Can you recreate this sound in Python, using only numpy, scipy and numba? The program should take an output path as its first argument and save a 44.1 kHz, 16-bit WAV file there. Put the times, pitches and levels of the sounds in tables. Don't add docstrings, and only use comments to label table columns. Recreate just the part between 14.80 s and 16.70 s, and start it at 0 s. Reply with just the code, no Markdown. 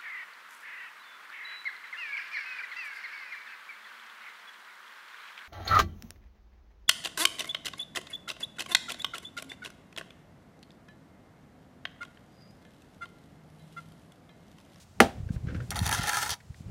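import sys
import numpy as np
from scipy import signal
from scipy.fft import rfft, irfft
from scipy.io import wavfile
from scipy.ndimage import uniform_filter1d
from numba import njit

SR = 44100
rng = np.random.default_rng(int(sys.argv[2]) if len(sys.argv) > 2 else 0)


def pcm_store(signal):
    levels = np.round(np.clip(np.atleast_2d(signal), -1, 1) * 32767)
    wavfile.write(sys.argv[1], SR, levels.astype(np.int16).T)


N = 83790


def undb(db):
    return 10 ** (np.asarray(db) / 20)


def unit(x):
    return x / np.sqrt(np.mean(x ** 2))


def noise():
    return rng.standard_normal(N)


def clock():
    return np.arange(N) / SR


def ages(length):
    return np.arange(int(min(length, 1) * SR) + 1) / SR


def place(events):
    out = np.zeros(N + 2 * SR)
    for s, sound in events:
        at = SR + int(round(s * SR))
        out[at:at + len(sound)] += sound
    return out[SR:SR + N]


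def curve(rows, column=1):
    rows = np.array(rows)
    return undb(np.interp(clock(), rows[:, 0], rows[:, column]))


def decay(tau):
    age = ages(10 * tau)
    return np.minimum(age * SR / 20, 1) * np.exp(-age / tau)


def fade(start, tau):
    return place([(start, decay(tau))])


def tail(start, t60):
    return fade(start, t60 / np.log(1000))


def swells(rows):
    return place((s, undb(db) * np.sqrt(np.abs(np.sin(np.pi * ages(length) / length))))
                 for s, length, db in rows)


def snags(rows):
    return place((s, undb(db) * (1 - ages(length) / length)) for s, length, db in rows)


def grains(per_s, spread_db):
    impulses = (rng.random(N) < per_s / SR) * rng.choice([-1, 1], N)
    return unit(impulses * undb(spread_db * np.minimum(rng.exponential(size=N), 5)))


def colour(x, spectrum, size=4096):
    hz, db = np.array(spectrum).T
    f = np.maximum(np.fft.rfftfreq(size, 1 / SR), 2)
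    rolloff = np.sqrt((1 + (hz[0] / f / 2) ** 4) * (1 + (f / hz[-1] / 2) ** 4))
    gain = unit(undb(np.interp(np.log(f), np.log(hz), db)) / rolloff)
    cepstrum = irfft(np.log(gain))[:size // 2]
    cepstrum[1:] *= 2
    return signal.oaconvolve(x, irfft(np.exp(rfft(cepstrum, size))))[:N]


@njit
def moving_resonance(x, hz, width_hz):
    y, band, low = np.empty(len(x)), 0., 0.
    for i in range(len(x)):
        g, k = np.tan(np.pi * hz[i] / SR), width_hz / hz[i]
        v = (band + g * (x[i] + 1e-18 - low)) / (1 + g * (g + k))
        band, low, y[i] = 2 * v - band, low + 2 * g * v, k * v
    return y


# (frequency [Hz], level [dB])
AIR_SPECTRUM = [(120, -27.5), (200, -10.5), (283, -25), (777, -21), (986, -25), (1120, -25), (2330, -32),
                (7270, -34.5), (16000, -48.5)]
def air(db=-62):
    return undb(db) * colour(noise(), AIR_SPECTRUM)


# (time [s], duration [s], level [dB])
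SWISHES = [(-.03, 0.077, -58), (.515, 0.048, -59), (.73, 0.058, -65.5), (.79, 0.12, -64), (1.75, .08, -65)]
RUBS = [(.4885, 0.013, -47.5), (.5615, 0.0066, -45.5), (.669, 0.019, -42.5), (.685, 0.058, -42.5),
        (.746, 0.024, -38), (.765, 0.03, -52.5), (.803, 0.015, -41), (.818, 0.037, -52)]
# (time [s], level [dB])
SWAY = [(0, -58), (.15, -57.5), (.22, -33.5), (.33, -50.5), (.385, -36), (.42, -45), (.55, -39), (.61, -43),
        (.68, -37.5), (.77, -33.5), (.86, -42), (.95, -37), (1.22, -39), (1.3, -52.5), (1.5, -48.5),
        (1.57, -62), (1.67, -50.5), (1.77, -56), (1.9, -39)]
# (frequency [Hz], level [dB])
SWISH_SPECTRUM = [(1500, 0), (4000, 6), (7000, 5), (10000, 0), (16000, -10)]
RUB_SPECTRUM = [(300, 2.5), (500, 10), (900, -23.5), (1300, -3), (1580, 6), (1900, -3.5), (3000, -12),
                (6000, -23.5), (14000, -72)]
RUMBLE_SPECTRUM = [(25, -30.5), (50, -2), (85, 3), (160, -4), (250, -14.5), (500, -24), (1000, -35.5)]
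def jacket_rustle():
    swish = colour(noise() * swells(SWISHES), SWISH_SPECTRUM)
    rumble = colour(noise() * curve(SWAY), RUMBLE_SPECTRUM)
    rub = colour(grains(per_s=6000, spread_db=2) * snags(RUBS), RUB_SPECTRUM)
    return swish + rumble + rub


def ring(modes, start, rise_s=.00031):
    def mode(hz, db, t60):
        age = ages(2 * t60)
        envelope = np.minimum(age / rise_s, 1) * np.exp(-np.log(1000) * age / t60)
        return undb(db) * envelope * np.cos(2 * np.pi * hz * age)
    return place((start, -(-1) ** k * mode(*row)) for k, row in enumerate(modes))


# (frequency [Hz], level [dB], T60 [s])
STEEL_MODES = [(1150, -16, .025), (1400, -9, .03), (1735, -28, .12), (1900, -11, .028), (2130, -11, .036),
               (2570, -15, .028), (2975, -16, .04), (3280, -18, .028)]
BRICK_MODES = [(189, -16, 0.092), (248, -14.5, 0.14), (337, -8, 0.036), (466, -9, 0.032), (508, -33, .2),
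               (685, -33.5, 0.21), (747, -30.5, 0.25), (786, -20, 0.21), (839, -33, 0.22),
               (1277, -33, 0.19)]
# (frequency [Hz], level [dB])
CRACK_SPECTRUM = [(1500, 7), (3000, -3), (6000, -4), (8000, -11), (9200, -4.5), (12000, -13), (16000, -21)]
PORCH_SPECTRUM = [(130, -19.5), (190, 4), (330, -2.5), (780, 1), (1000, -9.5), (1300, -11), (3000, -16.5),
                  (4500, -22), (10000, -31), (16000, -42)]
def knock(touch_s=.2022, land_s=.2048, crack_s=.0037, thud_hz=717):
    contacts = fade(touch_s, crack_s) + undb(-4) * fade(land_s, crack_s)
    crack = undb(-13) * colour(noise() * contacts, CRACK_SPECTRUM)
    thud = -undb(-15) * fade(land_s, tau=.0033) * np.sin(2 * np.pi * thud_hz * (clock() - land_s))
    reflections = undb(-15.5) * tail(land_s, t60=.15) + undb(-34) * tail(land_s, t60=.46)
    porch = colour(noise() * reflections, PORCH_SPECTRUM)
    return crack + thud + ring(STEEL_MODES, touch_s) + ring(BRICK_MODES, land_s) + porch


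# (time [s], peak level [dB], frequency [Hz])
BUMPS = [(0.406, -28, 105), (0.436, -26.5, 87), (0.471, -27, 80), (0.5079, -18.5, 132), (0.545, -27.5, 114),
         (0.568, -22, 79.3), (0.644, -27.5, 85), (0.6513, -27, 131), (0.675, -23, 106),
         (0.7258, -27.5, 164), (.754, -26, 163), (0.8234, -26.5, 93), (0.897, -29, 107),
         (1.018, -18.5, 117.4), (1.028, -23.5, 85), (1.069, -24, 108), (1.089, -27, 113), (1.197, -21, 125),
         (1.2213, -30.5, 123), (1.521, -36, 92), (1.707, -31, 100), (1.809, -33, 137), (1.867, -34.5, 87.3)]
def jacket_bumps(window_s=.1):
    def pulse(db, hz):
        u = (np.pi * hz * (ages(window_s) - window_s / 2)) ** 2
        return undb(db) * (2 * u - 1) * np.exp(-u)
    return place((s - window_s / 2, pulse(db, hz)) for s, db, hz in BUMPS)


# (time [s], press [0-1])
PRESS = [(1.08, 0.15), (1.13, 0.59), (1.19, 0.2), (1.25, 0.04), (1.285, 0.58), (1.385, 0.72), (1.42, 0.78),
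         (1.48, 0.32)]
def pressure():
    return np.interp(clock(), *np.array(PRESS).T)


def chatter(per_s=230, depth_db=2.4, ease=.4):
    step = int(SR / per_s)
    drift = 1.35 * uniform_filter1d(noise()[np.arange(N) // step], step)
    return unit(undb(depth_db * (1 - ease * pressure()) * np.minimum(drift, 2)))


def driven_mode(push, hz, width, db, drifts_per_s=22, drift_db=1.5, detune=.011):
    steps = np.arange(len(push)) * drifts_per_s / SR
    louder, higher = (np.interp(steps, np.arange(64), row) for row in rng.standard_normal((2, 64)))
    response = moving_resonance(push, hz * (1 + detune * higher), float(width))
    return undb(db + drift_db * louder) * response * np.sqrt(SR / (np.pi * width))


def pressed_ring(push, modes, neighbour_sign, start_s=.88, end_s=1.68):
    span = slice(int(start_s * SR), int(end_s * SR))
    press = pressure()[span]
    sound = 0
    for k, (hz, width, db, pressed_db) in enumerate(modes):
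        load_gain = 1 + (undb(pressed_db) - 1) * press
        sound += neighbour_sign ** k * load_gain * driven_mode(push[span], hz, width, db)
    return place([(start_s, sound / np.sqrt(len(modes)))])


# (frequency [Hz], bandwidth [Hz], level [dB], gain at full press [dB])
BLADE_MODES = [(709, 33, -3, -4), (832.5, 31, 4, 0.5), (954.7, 17.5, -3, 1), (993.3, 40, -4.5, 7),
               (1270.6, 30, -7.5, 12.5), (1360, 47, 1, 9.5), (1454, 210, 1, 2.5), (1664, 124, -6.5, 18.5),
               (1796, 113, 0, 7.5), (1901, 60, 2, -4.5), (2085, 58, -4.5, 3), (2244, 21, -10, 2.5),
               (2610, 100, -8, -20)]
EDGE_MODES = [(3248, 70, -5.5, 3.5), (3635, 230, 1, -2.5), (4200, 120, -4, -10), (4466, 150, -5, 6),
              (5030, 150, -8, -2), (5400, 60, -9, 4), (5866, 114, 1, -2), (6240, 110, -7.5, 9),
              (6720, 150, -7.5, 2.5), (7600, 36, -10, -10), (8430, 200, -8, 6), (9350, 310, -0.5, -7),
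              (10110, 190, -0.5, -9), (11050, 73, -8, -8), (12300, 250, -14, 2), (14200, 270, -21, 0)]
def trowel_ring(blade_push, edge_push):
    return pressed_ring(blade_push, BLADE_MODES, -1) + pressed_ring(edge_push, EDGE_MODES, 1)


# (time [s], blade level [dB], edge level [dB])
STROKE = [(.9, -86.5, -95), (.915, -34, -68), (.945, -51, -71), (.963, -32.5, -44), (1.015, -50, -46.5),
          (1.035, -38.5, -39.5), (1.06, -38, -38.5), (1.108, -37, -43.5), (1.14, -34, -30),
          (1.205, -36, -45.5), (1.26, -33, -39.5), (1.285, -34, -30.5), (1.31, -34.5, -36),
          (1.33, -32, -36.5), (1.38, -37, -32.5), (1.41, -40, -42), (1.425, -32.5, -30.5),
          (1.478, -39.5, -41.5), (1.502, -40, -33.5), (1.542, -41, -43), (1.565, -83, -67), (1.6, -81, -99)]
CATCHES = [(.9055, -38, -17), (.9145, -24, -29), (.924, -32.5, -38), (.933, -33, -53), (.9455, -43, -34),
           (.958, -27.5, -25.5), (0.9661, -38, -25), (.9825, -42, -32), (0.9904, -29, -19),
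           (1.002, -30, -31), (1.0587, -26, -25), (1.0644, -25, -15), (1.076, -23, -20),
           (1.0918, -17.5, -17), (1.1118, -22, -18), (1.1162, -17.5, -24), (1.1265, -19, -13),
           (1.138, -35, -22), (1.1468, -20.5, -21.5), (1.2336, -28, -22.5), (1.2791, -37, -22),
           (1.294, -17, -18), (1.332, -20.5, -23), (1.3705, -18.5, -26), (1.379, -24.5, -29),
           (1.493, -23, -21.5), (1.5054, -38, -17.5)]
# (frequency [Hz], level [dB])
CRUNCH_SPECTRUM = [(500, -2), (850, 4), (1100, -10), (1400, 2), (2000, -1), (2900, 2), (4100, -7.5),
                   (7000, -5), (12000, -12.5), (16000, -11.5)]
def scrape(slip, catch_s=.0015, snap_db=14.5):
    grit = slip * grains(per_s=3200, spread_db=2.7)
    crumble = np.sign(noise())
    effort = curve(STROKE)
    snaps = place((s, [undb(db + snap_db)]) for s, db, _ in CATCHES)
    blade_catches = place((s, undb(db) * decay(catch_s)) for s, db, _ in CATCHES)
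    edge_catches = place((s, undb(db) * decay(catch_s)) for s, _, db in CATCHES)
    blade_push = grit * effort + crumble * blade_catches
    edge_push = grit * curve(STROKE, column=2) + crumble * edge_catches
    steel = trowel_ring(grit * effort + snaps, edge_push)
    crunch = colour(undb(-11.5) * blade_push + undb(-15) * edge_push, CRUNCH_SPECTRUM)
    return steel + crunch + brick_resonance(effort)


def brick_resonance(effort, hz=498, width_hz=380):
    band = signal.lfilter(*signal.iirpeak(hz, hz / width_hz, fs=SR), noise())
    return undb(-17.5) * effort * unit(band)


def porch_reverb(direct, wet_db=-19.5):
    walls = (noise() * tail(.004, t60=.14))[:SR // 4]
    return direct + undb(wet_db) * signal.oaconvolve(direct, walls / np.linalg.norm(walls))[:N]


# (time [s], duration [s], level [dB])
SANDING = [(1.025, 0.035, -49.5), (1.262, 0.26, -40), (1.485, 0.046, -66)]
# (frequency [Hz], level [dB])
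SAND_SPECTRUM = [(2000, -1), (3500, -2.5), (5800, 0.5), (7600, -4.5), (8400, 6), (9500, -12), (11000, -9),
                 (14200, -6), (16000, -14)]
def sand(slip):
    return colour(slip * grains(per_s=7000, spread_db=4.9) * swells(SANDING), SAND_SPECTRUM)


# (time [s], duration [s], level [dB])
RASPS = [(1.15, 0.13, -41), (1.494, 0.05, -36)]
# (frequency [Hz], level [dB])
RASP_SPECTRUM = [(1600, -6.5), (2500, -13), (3250, 9.5), (3550, 1), (3850, 3.5), (4700, 3), (5700, 0.5),
                 (7400, -5), (12000, -39)]
def tip_rasp():
    return colour(grains(per_s=4400, spread_db=3.1) * swells(RASPS), RASP_SPECTRUM)


# (time [s], duration [s], level [dB])
TICKS = [(1.603, 0.014, -52), (1.7435, 0.009, -52.5)]
# (frequency [Hz], level [dB])
TICK_SPECTRUM = [(700, -17), (1400, -1), (2000, 6), (2900, -9), (4000, -5.5), (6500, -18), (14000, -34)]
def ticks():
    return colour(grains(per_s=6000, spread_db=2) * snags(TICKS), TICK_SPECTRUM)


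def scene():
    sound = air() + jacket_rustle() + knock() + jacket_bumps()
    slip = chatter()
    drag = porch_reverb(scrape(slip) + sand(slip) + tip_rasp())
    return (sound + drag + ticks())[None]


def record(dry, top_hz=15700):
    return signal.sosfilt(signal.ellip(8, .2, 70, top_hz, fs=SR, output="sos"), np.clip(dry, -1, 1))


dry = scene()
out = record(dry)
pcm_store(out)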